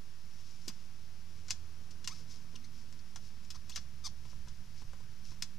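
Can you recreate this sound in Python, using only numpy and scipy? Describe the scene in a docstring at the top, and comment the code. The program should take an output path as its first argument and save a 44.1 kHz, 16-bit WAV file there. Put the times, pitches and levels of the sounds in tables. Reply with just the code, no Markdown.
"""A trike's sprung wheel fork, pumped by a foot, snaps and squeaks on a lawn.
The dry spring seat and pivots stick, slip and break free, ringing the coil and the steel frame;
the linkage knocks, and trousers and sandal rustle with the strokes. Far off, a propeller plane
drones past over a faint hum, and a breeze touches the microphone."""
import sys
import numpy as np
from scipy import signal
from scipy.fft import rfft, irfft, next_fast_len
from scipy.io import wavfile
from scipy.ndimage import map_coordinates

SR = 44100
rng = np.random.default_rng(int(sys.argv[2]) if len(sys.argv) > 2 else 0)


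def unload_audio(sound):
    """Save the sound as a 16-bit wav file, at the path given as the first command line argument."""
    columns = np.transpose(np.atleast_2d(sound))
    # keep every value between -1 and 1, then stretch to whole-number steps
    steps = np.round(np.clip(columns, -1, 1) * 32767)
    wavfile.write(sys.argv[1], SR, steps.astype(np.int16))


N = 246078
TOP_HZ = 15100


def amp(db):
    """Decibels to gain."""
    return 10 ** (np.asarray(db) / 20)


def unit(x):
    """Scale to rms 1."""
    return x / np.sqrt(np.mean(x ** 2) + 1e-20)


def along(points, hz):
    """Read (frequency, value) points on a log axis."""
    f, v = np.transpose(points)
    return np.interp(np.log(hz + 1), np.log(f + 1), v)


def curves(rows):
    """One automation curve for each column after the time."""
    s, *cols = np.transpose(rows)
    return [np.interp(np.arange(N) / SR, s, c) for c in cols]


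def wobble(rate, size=N):
    """A smooth random curve, rate knots a second."""
    knots = rng.standard_normal(int(size * rate / SR) + 4)
    return map_coordinates(knots, [np.arange(size) * rate / SR])


def swells(rows, rest_db):
    """Gain of bell-shaped swells over a resting level."""
    t = np.arange(N) / SR
    power = sum(amp(db) ** 2 * np.exp(-((t - s) / half) ** 2) for s, db, half in rows)
    return np.sqrt(amp(rest_db) ** 2 + power)


def filtered(x, response):
    """EQ x with a gain given as a function of frequency."""
    n = x.shape[-1]
    m = next_fast_len(n + SR // 8)
    return irfft(rfft(x, m) * response(np.fft.rfftfreq(m, 1 / SR)), m)[..., :n]


def noise(spectrum, size):
    """Coloured noise of rms 1."""
    return unit(filtered(rng.standard_normal(size), lambda hz: amp(along(spectrum, hz))))


def add(track, s, sound):
    """Mix a sound into the track from time s."""
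    part = track[max(round(s * SR), 0):][:len(sound)]
    part += sound[:len(part)]


# Stereo image of the open air: (frequency [Hz], left-right likeness [1 and up is mono])
AIR_LIKENESS = [(40, 1.2), (150, 0.55), (260, 0.5), (400, 0.15), (950, 0.5), (2380, 0.63), (5980, .5),
                (15000, -0.14)]
# Its balance: (frequency [Hz], left minus right [dB])
AIR_BALANCE = [(60, -11), (150, -0.5), (380, 2.5), (950, 4.5), (2380, 3), (5980, 3), (15000, -2.5)]


def rush(spectrum):
    """Stereo noise of the open air, nearly mono in the bass."""
    def mid_side_gains(hz):
        angle = np.arccos(np.clip(along(AIR_LIKENESS, hz), -1, 1)) / 2
        return np.array([np.cos(angle), np.sin(angle)])

    pair = np.array([noise(spectrum, N), noise(spectrum, N)])
    mid, side = filtered(pair, mid_side_gains)
    stereo = np.array([mid + side, mid - side])
    return unit(filtered(stereo, lambda hz: amp(np.outer([.5, -.5], along(AIR_BALANCE, hz)))))


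# Colours of the air's hiss, the far rumble and the wind buffet: (frequency [Hz], gain [dB])
AIR_EQ = [(160, -42), (280, -4.5), (315, 0), (471, -2.5), (671, -3), (1070, -2), (1170, -2), (1610, -1.5),
          (2000, -3.5), (2610, -3.5), (3980, -5), (5470, -1), (7790, -11.5), (13600, -12.5), (15500, -32)]
RUMBLE_EQ = [(20, -1.5), (35, -4.5), (60, 0), (90, -1), (125, 1), (190, -4.5), (250, -10), (330, -23),
             (500, -26.5), (900, -51)]
BUFFET_EQ = [(15, 8), (40, -8), (80, -2), (160, -19), (400, -51), (900, -95)]
# Puffs of wind: (crest time [s], level [dB], half length [s])
WIND_PUFFS = [(4.57, -49, 0.26), (4.86, -44, 0.044), (5.32, -48, 0.042)]


def outdoors(nearest_s=3.04, pass_s=2.4, plane_share=0.57):
    """The bed: even hiss, a far rumble that grows as the plane nears, and wind on the microphone."""
    nearness = 1 / np.hypot(1, (np.arange(N) / SR - nearest_s) / pass_s)
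    air = amp(-64 + 0.07 * wobble(8.8)) * rush(AIR_EQ)
    rumble = amp(-58 + 0.12 * wobble(4.86)) * (1 + plane_share * (nearness - 1)) * rush(RUMBLE_EQ)
    breeze = swells(WIND_PUFFS, rest_db=-75) * rush(BUFFET_EQ)
    return air + rumble + breeze


# Tones of the hum: (frequency [Hz], base level [dB])
HUM_TONES = [(112, -66), (123.7, -66), (196, -73)]
# Its fader ride: (time [s], gain [dB])
HUM_RIDE = [(0, -9), (2.5, -4.5), (4.3, 2.5), (5.5, 0.5)]


def hum():
    """A faint far hum that slowly swells, its tones wavering in level and pitch."""
    t = np.arange(N) / SR
    ride_db, = curves(HUM_RIDE)
    track = np.zeros(N)
    for hz, db in HUM_TONES:
        gain = amp(db + ride_db + 1.2 * wobble(2.13))
        track += gain * np.sin(2 * np.pi * hz * t + .25 * wobble(2.56))
    return track


# The fly-by: (time [s], blade rate [Hz], harmonic 1 [dB], harmonic 2 [dB], harmonic 3 [dB])
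FLYBY = [(0, 96.4, -67, -76.5, -91), (0.9, 92.5, -67, -71, -86), (1.3, 89.15, -58, -70.5, -87),
         (1.6, 86.9, -53, -68.5, -81), (2.3, 82.1, -64, -59.5, -71.5), (2.6, 78.77, -63.5, -63.5, -64),
         (3.1, 73.17, -64.5, -72, -73), (3.8, 68.36, -54, -71.5, -68.5), (4.4, 65.73, -58, -69, -70.5),
         (5.0, 63.94, -63, -72, -73), (5.45, 63.4, -65, -65, -61.5)]
# The soft rush ahead of the propeller: (crest time [s], level [dB], half length [s])
PROP_WASH = [(1.9, -71, 0.79)]
# Its colour: (frequency [Hz], gain [dB])
WASH_EQ = [(120, -23), (240, -1), (450, 0), (620, -11), (850, -6.5), (1500, -11), (3000, -36)]


def plane():
    """The propeller's drone sinks in pitch as it passes; its harmonics waver in the moving air."""
    blade_hz, *levels = curves(FLYBY)
    phase = 2 * np.pi * np.cumsum(blade_hz) / SR
    drone = sum(amp(db + 0.45 * wobble(6)) * np.sin(k * phase + 0.1 * wobble(2.96))
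                for k, db in enumerate(levels, 1))
    wash = swells(PROP_WASH, rest_db=-101) * rush(WASH_EQ)
    return drone * amp([[-1.5], [2]]) + wash


# The legs step up, then brush with the strokes: (crest time [s], level [dB], half length [s])
LEG_BRUSHES = [(0.57, -63.5, 0.19), (1.474, -68, 0.12), (2.172, -59, 0.038), (2.345, -61, 0.0477),
               (2.78, -65.5, .04), (3.26, -61, 0.028), (3.76, -61.5, 0.052), (4.29, -65, 0.042),
               (4.79, -59, 0.026), (5.29, -57.5, 0.03)]
# Colour of the cloth: (frequency [Hz], gain [dB])
CLOTH_EQ = [(880, -53.5), (1500, -40), (2040, -6.5), (3120, -5.5), (4200, -2.5), (5500, 6), (6300, -0.5),
            (8500, -13), (13400, -21.5), (15000, -58)]


def rustle():
    """Cloth and sandal rub in fine grains while the leg moves."""
    motion = swells(LEG_BRUSHES, rest_db=-74.5)
    grains = noise(CLOTH_EQ, N) * amp(2.1 * wobble(500) + 2.1 * wobble(45))
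    return motion * unit(grains)


# Knocks of the linkage: (time [s], relative level [dB])
LINKAGE_KNOCKS = [(2.543, -53), (3.165, -70), (4.252, -49), (4.329, -52), (4.473, -50), (4.818, -47.5),
                  (4.932, -47.5), (5.002, -51.5), (5.317, -50)]
# Their colour: (frequency [Hz], gain [dB])
LINKAGE_EQ = [(150, 9), (450, -3), (700, -1.5), (1050, -2), (1800, -8), (4000, -11), (8000, -14),
              (15000, -39)]
# The sole lands or pushes on the frame: (time [s], pitch [Hz], level [dB], t60 [s])
SOLE_THUMPS = [(.679, 317, -38, 0.023), (.692, 200, -42, 0.06), (2.543, 397, -51, 0.023),
               (4.933, 550, -58, 0.048)]


def knocks(note_hz=1010, knock_t60=0.052):
    """The linkage takes up its play with dull, hollow knocks; the rubber sole lands with a thump."""
    track, t = np.zeros(N), np.arange(SR // 5) / SR
    note = amp(-10) * np.sin(2 * np.pi * note_hz * t)
    envelope = amp(-60 * t / knock_t60) * (1 - np.exp(-t / 0.00057))
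    for s, db in LINKAGE_KNOCKS:
        clack = amp(-3.5) * noise(LINKAGE_EQ, len(t))
        add(track, s, amp(db) * (clack + note) * envelope)
    for s, hz, db, t60 in SOLE_THUMPS:
        thump = amp(db - 60 * t / t60) * np.sin(2 * np.pi * hz * t)
        add(track, s, thump * (1 - np.exp(-t / 0.00011)))
    return track


# Colour of the ringing steel: (frequency [Hz], gain [dB])
STEEL_EQ = [(180, -53), (300, -22), (620, -22.5), (985, -13.5), (1420, -12), (2520, -10), (3130, -7),
            (3750, -6.5), (5300, -0.5), (7020, -6), (7620, -9.5), (10300, -20.5), (12500, -25),
            (15500, -46)]


def steel_shimmer(t):
    """The steel's many close modes blur into bright noise."""
    return noise(STEEL_EQ, len(t))


# The steel frame's resonances: (frequency [Hz], width [Hz], relative level [dB])
FRAME_MODES = [(1027, 120, -20), (1724, 140, -13.5), (2146, 91, -16), (2550, 110, -8.5), (2815, 110, -10),
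               (3416, 100, -8), (3970, 90, -7.5), (4460, 110, -8.5), (4830, 130, -6), (5180, 180, -1),
               (5740, 210, -0.5), (6010, 120, -3.5), (6410, 100, -7), (6930, 190, -3), (8260, 230, -8.5),
               (9300, 190, -15), (10330, 150, -22), (12100, 120, -16)]


def frame_ring(t, scatter_db=2.5, detune=.004):
    """The frame's modes, struck with new strengths and detuned by the load; wide ones fade sooner."""
    hz, width, db = np.transpose(FRAME_MODES)[:, :, None]
    level = amp(db + scatter_db * rng.standard_normal(hz.shape))
    loaded_hz = hz * (1 + detune * rng.standard_normal(hz.shape))
    waves = np.sin(2 * np.pi * (loaded_hz * t + rng.random(hz.shape)))
    return np.sum(level * np.exp(-.15 * width * t) * waves, axis=0) / np.sqrt(np.sum(level ** 2) / 2)


# Squeak cues: (time [s], length [s], start pitch [Hz], turn pitch [Hz], end pitch [Hz],
# place of the turn [0-1], relative level [dB], overtone edge [dB], second harmonic [dB], roughness [0-1])
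PIVOT_SQUEAKS = [(1.499, 0.0066, 1520, 1485, 1400, 0.9, -39, 4, 11, 0.6),
                 (2.092, 0.046, 859, 1272, 1310, 0.72, -48, -9.5, 11, 0.18),
                 (2.552, 0.015, 4510, 2970, 2690, 0.48, -47.5, -25, -2, 0.54),
                 (2.639, 0.019, 1870, 2244, 2200, 0.54, -53.5, -7, 2, 0.37),
                 (3.544, 0.026, 1620, 994, 1360, 0.44, -51, -9, 2, 0.06),
                 (3.714, 0.017, 2440, 3450, 3150, 0.83, -48, -22, -3, 0.2),
                 (3.722, 0.024, 4100, 4420, 3640, 0.2, -54, -21, 0, 0.4),
                 (3.747, 0.014, 3310, 3330, 2980, 0.28, -47.5, -4, 3, 0.2),
                 (4.0396, 0.04, 1244, 1150, 862, .72, -37.5, 2, -1.5, 0.26)]
# Colour of a slip: (frequency [Hz], gain [dB])
SLIP_EQ = [(400, -47), (900, -6.5), (1200, -10), (1500, -17), (2200, -12.5), (2900, -23.5), (3500, -4),
           (4000, -7), (4550, 1), (5200, -0.5), (5700, 1), (6200, -1), (6900, -13), (8400, -13),
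           (10000, -21), (15000, -31)]


def squeaks(jitter=.05, wander=.018, scatter_db=2.4, grip_crest=.58, sag_db=7.5, edge_per_grip=.4):
    """The pivot sticks and slips in gliding pulses; more grip makes them louder, sharper, less even."""
    track = np.zeros(N)
    k = np.arange(1, 14)[:, None]  # harmonic numbers
    for s, length, start_hz, turn_hz, end_hz, turn, db, edge_db, second_db, rough in PIVOT_SQUEAKS:
        size = round(length * SR)
        progress = np.linspace(0, 1, size)
        glide_hz = np.interp(progress, [0, turn, 1], [start_hz, turn_hz, end_hz])
        grip_db = -sag_db * (2 * (progress - grip_crest)) ** 2  # builds, then lets go
        waver = wander * wobble(160, size) + jitter * np.sqrt(2 * rough) * wobble(866, size)
        hz = glide_hz * (1 + amp(grip_db) * waver)
        cycles = np.cumsum(hz) / SR
        bite_db = (k > 1) * (edge_db + edge_per_grip * grip_db) + (k == 2) * second_db
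        gains = amp(along(SLIP_EQ, k * hz) + bite_db)
        lag = np.arctan((k * hz - 5200) / 1100)  # the seat's broad resonance draws out each pulse
        pulses = np.sum(gains * (k * hz < TOP_HZ) * np.cos(2 * np.pi * k * cycles - 2 * lag), axis=0)
        pulses /= np.sqrt(np.sum(gains ** 2, axis=0) / 2)
        # dry surfaces scrape once in each slip
        bursts = rng.standard_normal(size) * np.exp(-3 * (cycles % 1))
        scrape = unit(filtered(bursts, lambda f: amp(along(SLIP_EQ, f))))
        rasp = rough * amp(grip_db)
        voice = np.sqrt(1 - rasp) * pulses + np.sqrt(rasp) * scrape
        envelope = amp(db + grip_db + scatter_db * wobble(1126, size)) * signal.windows.tukey(size, .04)
        add(track, s, voice * envelope)
    # the slips also keep the frame ringing
    t = np.arange(SR // 10) / SR
    ring = steel_shimmer(t) * amp(-60 * t / 0.095)
    return amp(-4.5) * track + amp(-26.0) * signal.fftconvolve(track, ring / np.linalg.norm(ring))[:N]


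# The pivots break free: (time [s], relative level [dB], low EQ [dB], top EQ [dB],
# coil ping pitch [Hz], ping level within the snap [dB])
PIVOT_SNAPS = [(0.677, -47, 0, 0, 5840, -12), (0.6802, -30, -0.5, 2, 4910, -5),
               (0.6968, -45.5, 14.5, -11, 5400, -10), (1.483, -40.5, 10, -4, 6930, -12),
               (1.506, -19, -3, -3.5, 5220, -7), (1.9079, -46, -19, -1, 5800, -9),
               (2.0437, -37.5, 0, -2, 6150, -7), (2.0749, -24.5, 0.5, -2, 5170, -1.5),
               (2.9257, -48.5, 7, -2, 5400, -14), (2.991, -50.5, -11, -10, 5500, -8),
               (3.1594, -40, 13.5, 1, 5910, 0.5), (3.447, -51.5, -7, -3, 5935, -10),
               (3.5039, -35, 0, -0.5, 4920, -9), (3.546, -46.5, 13, -17, 5500, -10),
               (3.695, -38, 6.5, 2.5, 5730, -2), (3.7593, -26.5, 1, -2.5, 4460, -14),
               (3.7738, -35.5, 9.5, -17, 5160, -13), (4.4827, -47, 7, -1, 5500, -10),
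               (5.423, -22.5, -2, -2.5, 5780, -13)]
# Colour of the bright tick at first contact: (frequency [Hz], gain [dB])
TICK_EQ = [(2000, -34), (5000, 1), (7500, 11), (10000, -8.5), (15000, -12)]


def snaps(ring_t60=0.059, ping_t60=0.11, crack_t60=0.0046, tick_t60=0.0071, hard_db=-26):
    """Each release cracks and chatters, ringing frame and coil; one coil mode stands out as a ping."""
    track, t = np.zeros(N), np.arange(SR // 5) / SR
    attack = 1 - np.exp(-t / 0.000087)
    for s, db, low_db, top_db, ping_hz, ping_db in PIVOT_SNAPS:
        ring = amp(-5.0) * frame_ring(t) + amp(-4.5) * steel_shimmer(t)
        # ping and crack decay on top of the body's shared fade
        ping = amp(ping_db - 60 * t / ping_t60) * np.sin(2 * np.pi * ping_hz * t)
        crack = amp(-15.5 - 60 * t / crack_t60) * rng.standard_normal(len(t))
        colour = [(1300, low_db), (2000, low_db / 3), (3000, 0), (6000, 0), (9000, top_db)]
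        body = filtered(ring + ping + crack, lambda hz: amp(along(colour, hz)))
        # hard releases break cleanly: the chatter's hold halves with each dB above hard_db
        chatter_s = 0.0064 * .5 ** max(db - hard_db, 0)
        fade = amp(-60 * (np.hypot(t, chatter_s) - chatter_s) / ring_t60)
        flutter = amp(0.4 * wobble(730, len(t)))
        tick = amp(-2.5 + top_db - 60 * t / tick_t60) * noise(TICK_EQ, len(t))
        add(track, s, amp(db - 7) * (body * fade * flutter + tick) * attack)
    return track


def reflections(x, t60=0.16):
    """A short answer from a tent wall and the ground, different at each ear."""
    t = np.arange(SR // 4) / SR
    tail = rng.standard_normal((2, len(t))) * amp(-60 * t / t60) * (1 - np.exp(-t / 0.0033))
    return signal.fftconvolve(x[None], tail / np.linalg.norm(tail[0]), axes=1)[:, :N]


def scene():
    """The fork sits close and to the left, with a touch of reverb, over the outdoor bed."""
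    fork = snaps() + squeaks() + knocks() + rustle()
    foreground = fork * amp([[2.4], [-3.4]]) + amp(-13.0) * reflections(fork)
    return foreground + plane() + hum() + outdoors()


# DC offset, a row each for left and right: (offset [full scale])
DC_OFFSET = [
    [.0058],
    [.0145],
]


def record(dry):
    """A brick-wall high cut; each channel rests slightly off zero."""
    return filtered(dry, lambda hz: hz < TOP_HZ) + DC_OFFSET


dry = scene()
out = record(dry)
unload_audio(out)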